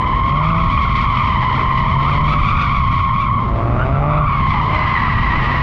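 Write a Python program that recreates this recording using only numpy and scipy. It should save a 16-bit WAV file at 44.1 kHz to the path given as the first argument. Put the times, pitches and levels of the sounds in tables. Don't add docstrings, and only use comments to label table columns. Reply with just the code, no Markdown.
import sys
import numpy as np
from scipy import signal
from scipy.fft import rfft, irfft, next_fast_len
from scipy.io import wavfile
from scipy.ndimage import uniform_filter1d

SR = 44100
rng = np.random.default_rng(int(sys.argv[2]) if len(sys.argv) > 2 else 0)


def to_wav(sig):
    pcm = np.clip(np.atleast_2d(sig), -1, 1) * 32767
    pcm = np.round(pcm).astype(np.int16)
    wavfile.write(sys.argv[1], SR, pcm.T)


N = 247842
T = np.arange(N) / SR


def squeal(hz, hard_db, purity):
    # multiple, level_db
    low_partials = [(2, 2.5), (3, -9.5)]
    # multiple, level_db
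    top_partials = [(4, 0.5), (5, -6), (6, -20)]
    phase, strength = stick_slip(hz * (.99 + scoops()), (.019, 30.8), (.01399, 251), (3.5, 54))
    clean = strength * np.sin(phase)
    scrub, overtones, edge = 0, 0, 0
    scrub_hz = hz * (hz / np.mean(hz)) ** .3
    for ratio in (.96, .987, 1.015):
        phase, strength = stick_slip(scrub_hz * ratio, (.027, 35), (.024, 330), (3.6, 100))
        scrub += strength * np.sin(phase)
        overtones += strength * partials(phase, low_partials)
        edge += strength * partials(phase, top_partials)
    for ratio, share_db, octave_db in [(1.19, -5.5, -18), (1.07, 1.7, -1), (.895, -1.5, -.5)]:
        phase, strength = stick_slip(hz * ratio, (.035, 45), (.03494, 232.5), (4, 43))
        scrub += strength * undb(share_db) * np.sin(phase)
        overtones += strength * undb(octave_db) * np.sin(2 * phase)
    note = np.sqrt(purity) * unit(clean) + np.sqrt(1 - purity) * unit(scrub)
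    grip = held(3.458, 4.07, attack_s=.15, release_s=.086)
    body = share_load(note, evenness=.48) * undb(-22 - 9.5 * grip)
    bite = share_load(overtones, evenness=.12) * undb(-34.5 + .68 * hard_db - 9 * grip)
    unload_s, unload_db_per_s = 4.27, 3
    load = undb(-unload_db_per_s * np.maximum(T - unload_s, 0))
    return load * (body + bite) + unit(edge) * undb(-61 + hard_db)


def slip():
    # time_s, pitch_hz, hardness_db, clean_share (0-1)
    slide = [(0, 1039, -3.5, 0.8), (.35, 1092, -1.5, 0.8), (.52, 1108, 1, .15), (.92, 1086, 2.5, .65),
             (1.22, 1078, 3.5, .1), (1.5, 1045, 1, 0.4), (1.78, 1065, 0.5, .65), (2.25, 1083, 1.5, 0.4),
             (2.55, 1130, 3, .3), (2.88, 1098, 0, .63), (3.35, 1087, -6.5, .8), (3.52, 1064, -10.5, 0.4),
             (3.8, 1179, -10.5, .22), (4.27, 1151, -9, 0.5), (4.45, 1084, -2.5, 0.6), (4.62, 1030, -0.5, 0),
             (4.8, 1081, -1.5, .12), (5.62, 1096, 1, 0)]
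    # centre_s, half_width_s, added_hardness_db
    bites = [(.47, 0.06024, 2.5), (.76, 0.11915, 1.5), (1.03, .08, 3.5), (1.26, 0.0801, 2),
             (1.59, .08, 4.5), (1.91, 0.0592, 3), (2.09, 0.0602, 3), (2.33, .08, 4.5), (2.49, .07, 4),
             (2.61, .08, 4), (2.76, 0.0596, 2.5), (3.21, .08, 4), (4.52, 0.0601, 4)]
    hz, hard_db, purity = curves(slide)
    bite_db, bite_hz_per_db = swells(bites), 8
    patchy_db = 1.6 * walk(10)
    return hz + bite_hz_per_db * bite_db, hard_db + bite_db + patchy_db, np.clip(purity, 0, 1)


def stick_slip(hz, wander, jitter, flutter):
    # (depth_db, rate_hz)
    drift, shake, flutter_db = (depth * walk(rate_hz) for depth, rate_hz in (wander, jitter, flutter))
    phase = 2 * np.pi * np.cumsum(hz * (1 + drift + shake)) / SR
    return phase, unit(undb(flutter_db))


def scoops():
    per_s, depth, snap_s = 9, .04495, .014
    cycles = np.cumsum(per_s * np.exp(.35 * walk(6))) / SR + rng.random()
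    return depth * uniform_filter1d(.5 - cycles % 1, int(snap_s * SR))


def share_load(x, evenness):
    power = uniform_filter1d(unit(x) ** 2, SR // 45) + .01
    return unit(x * power ** (-evenness / 2))


def shriek():
    # start_s, end_s, first_pitch_hz, level_db
    slides = [(1.202, 1.835, 1023, -37.5), (4.27, 4.6, 1180, -32), (4.702, 5.8, 1061, -26)]
    settled_hz, settle_s, fade_s = 970, .2, .08
    hz, gain = settled_hz, 0
    for start, end, first_hz, db in slides:
        sliding = held(start, end, fade_s, fade_s)
        sinking_hz = settled_hz + (first_hz - settled_hz) * np.exp(-np.maximum(T - start, 0) / settle_s)
        hz = np.where(sliding > 0, sinking_hz, hz)
        gain += sliding * undb(db)
    waver = 1 + .011 * walk(8.147)
    phase, strength = stick_slip(hz * waver, (.015, 45), (.027, 393), (3.5, 78))
    note = strength * partials(phase, [(1, -10.5), (2, 0), (4, -25)])
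    scrape = noise([(500, -14.5), (800, 7), (960, 3.5), (1400, -.5), (1650, 4), (2700, -1.5),
                    (3300, -16), (4800, -17.5), (6000, -33.5), (12000, -69.5)])
    return gain * (note + undb(-7) * scrape)


def chirps():
    # centre_s, half_width_s, start_hz, end_hz, level_db
    snatches = [(2.08, 0.035, 1170, 1378, -21.5), (2.335, 0.045, 1220, 1333, -22),
                (2.525, 0.058, 1340, 1210, -23), (2.611, 0.067, 1374, 1434, -27.5),
                (3.811, 0.055, 1340, 1514, -22.5), (3.956, .09, 1336, 1341, -28.5),
                (4.031, 0.055, 798, 857, -25.5), (4.203, 0.046, 1357, 1286, -26),
                (4.323, 0.033, 1260, 1176, -31), (4.559, 0.045, 880, 815.3, -26),
                (5.43, 0.072, 890, 850, -31)]
    out = np.zeros(N)
    shake = .037 * walk(290)
    flutter = unit(undb(3.5 * walk(90)))
    for centre, half_width, start_hz, end_hz, db in snatches:
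        near = np.abs(T - centre) < half_width
        place = (T[near] - centre) / half_width
        hz = np.interp(place, [-.5, .5], [start_hz, end_hz]) * (1 + shake[near])
        phase = 2 * np.pi * np.cumsum(hz) / SR
        envelope = undb(db) * np.cos(np.pi / 2 * place) ** 2 * flutter[near]
        out[near] += envelope * partials(phase, [(1, 0), (2, -23)])
    return out


def wheel_arch(x):
    # centre_hz, width_hz, level_db
    panels = [(2995, 230, 3.5), (4060, 100, -12.5)]
    return x + sum(undb(db) * signal.lfilter(*signal.iirpeak(hz, hz / width, fs=SR), x)
                   for hz, width, db in panels)


def engine():
    # time_s, firing_rate_hz
    revs = [(0, 122.7), (.2, 128.7), (.52, 164.8), (.68, 163.3), (.9, 134.4), (1.05, 126.5), (1.85, 128.2),
            (2.22, 149.2), (2.42, 148.3), (3.0, 127.7), (3.5, 114), (3.66, 115.2), (4.08, 148.9),
            (4.24, 150.8), (4.46, 130.7), (4.78, 156), (5.0, 139.1), (5.27, 126.8), (5.62, 137.1)]
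    # frequency_hz, level_db
    pipe_tone = [(100, -22.5), (230, -13), (350, 4), (450, -7), (530, -3.5), (590, 6), (680, 6.5),
                 (780, -4), (900, -1.5), (1250, -9.5), (1650, -23.5), (2050, -9.5), (3000, -26.5),
                 (6000, -68)]
    hz, = curves(revs)
    firings = np.cumsum(hz * (1 + .0017 * walk(21))) / SR
    pulses = cylinder_pulses(firings)
    gas = np.exp(-(firings % 1) / .32) * rng.standard_normal(N)
    snarl = colour(unit(pulses) + undb(-20) * unit(gas), pipe_tone)
    boom = unit(np.sin(2 * np.pi * firings) * undb(walk(12)))
    boom_db, snarl_db = throttle()
    octaves = np.log2(hz / np.mean(hz))
    return snarl * undb(snarl_db + 8 * octaves) + boom * undb(boom_db + 7.5 * octaves)


def cylinder_pulses(firings):
    # strength_db, late_ms
    cylinders = [(-2, -0.23), (1.5, 0.13), (-1, 0.011), (-3, -.06), (2.5, 0.027), (0.5, .18), (2.5, 0.049),
                 (0, 0.13)]
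    index = np.arange(1, int(firings[-1]))
    size_db, late_ms = np.array(cylinders)[index % len(cylinders)].T
    size_scatter, time_scatter = rng.standard_normal((N // 100, 2))[:len(index)].T
    size = undb(size_db + .48 * size_scatter)
    late_s = (late_ms + .013 * time_scatter) / 1000
    at = np.clip(np.interp(index, firings, np.arange(N)) + late_s * SR, 0, N - 2)
    sample, fraction = at.astype(int), at % 1
    return np.bincount(sample, size * (1 - fraction), N) + np.bincount(sample + 1, size * fraction, N)


def throttle():
    # start_s, end_s, boom_rise_db, snarl_rise_db
    presses = [(0.288, 0.646, 7, 6.5), (1.08, 1.8, 3, 2), (1.792, 2.413, 8, 6), (3.5, 4.24, 9, 15.5),
               (4.684, 4.82, 3.5, 10), (5.5, 5.801, 8, 0)]
    boom_db, snarl_db = -28, -39.5
    for start, end, boom_rise_db, snarl_rise_db in presses:
        pedal = held(start, end, attack_s=.14, release_s=.085)
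        boom_db += boom_rise_db * pedal
        snarl_db += snarl_rise_db * pedal
    return boom_db, snarl_db


def wind():
    # frequency_hz, level_db
    buffet_tone = [(10, -24.5), (22, -0.5), (45, 2.5), (75, 1.5), (100, 1.5), (135, -2), (180, -6.5),
                   (225, -9), (290, -21), (480, -39.5), (1600, -52.5), (4000, -90)]
    # time_s, level_db
    airflow = [(0, -19.5), (2, -18.5), (3.3, -18), (3.7, -18), (4.3, -18.5), (5.62, -17.5)]
    air_db, = curves(airflow)
    return noise(buffet_tone) * undb(air_db + 1.6 * walk(3.3))


def road(hard_db):
    # frequency_hz, level_db
    rumble_tone = [(120, -17.5), (230, 3.5), (330, -1), (480, -5.5), (700, -8), (1000, -8), (1600, -17.5),
                   (2400, -25), (4000, -39.5), (8000, -55.5), (12000, -70.5)]
    # centre_s, half_width_s, rumble_change_db
    stretches = [(.05, .4, 6.5), (1.6, .16, 7.5), (2.15, 0.34, 5.5), (3.05, 0.47, -9), (3.7, 0.59, 9.5),
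                 (4.71, 0.11, 9.5), (5.5, 0.53, 7)]
    # frequency_hz, level_db
    hiss_tone = [(300, -12.5), (800, 2.5), (1700, -2.5), (2600, 0), (3500, -0.5), (4900, -11.5),
                 (6000, -22), (7500, -30), (10000, -43), (12500, -53)]
    rumble = noise(rumble_tone) * undb(-36 + swells(stretches))
    hiss = noise(hiss_tone) * undb(-40.5 + hard_db + walk(25) + walk(150))
    return rumble + hiss


def undb(db):
    return 10 ** (np.asarray(db) / 20)


def unit(x):
    return x / np.sqrt(np.mean(x ** 2))


def curves(table):
    times, *columns = np.transpose(table)
    return [np.interp(T, times, column) for column in columns]


def colour(x, tone):
    hz, db = np.transpose(tone)
    size = next_fast_len(N + SR // 10)
    bin_hz = np.maximum(np.arange(size // 2 + 1) * SR / size, 1)
    gain = undb(np.interp(np.log(bin_hz), np.log(hz), db))
    return unit(irfft(rfft(x, size) * gain, size)[:N])


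def noise(tone):
    return colour(rng.standard_normal(N), tone)


def walk(rate_hz):
    lead = SR // 2
    lowpass = signal.butter(2, rate_hz, fs=SR, output="sos")
    return unit(signal.sosfilt(lowpass, rng.standard_normal(N + lead))[lead:])


def partials(phase, table):
    return sum(undb(db) * np.sin(multiple * phase) for multiple, db in table)


def held(start, end, attack_s, release_s):
    return np.clip(np.minimum((T - start) / attack_s, (end - T) / release_s) + .5, 0, 1)


def swells(table):
    return sum(height * np.cos(np.pi / 2 * np.clip((T - centre) / half_width, -1, 1)) ** 2
               for centre, half_width, height in table)


def scene():
    hz, hard_db, purity = slip()
    tyres = undb(4) * wheel_arch(squeal(hz, hard_db, purity) + shriek() + chirps())
    return (tyres + engine() + wind() + road(hard_db))[None]


def record(dry):
    knee_db, makeup_db, top_hz = -16, 3, 11800
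    power = uniform_filter1d(dry ** 2, SR // 50, axis=-1)
    gain = (1 + power / undb(knee_db) ** 2) ** -.4
    lowpass = signal.ellip(8, .2, 70, top_hz, fs=SR, output="sos")
    return signal.sosfilt(lowpass, dry * gain * undb(makeup_db))


dry = scene()
out = record(dry)
to_wav(out)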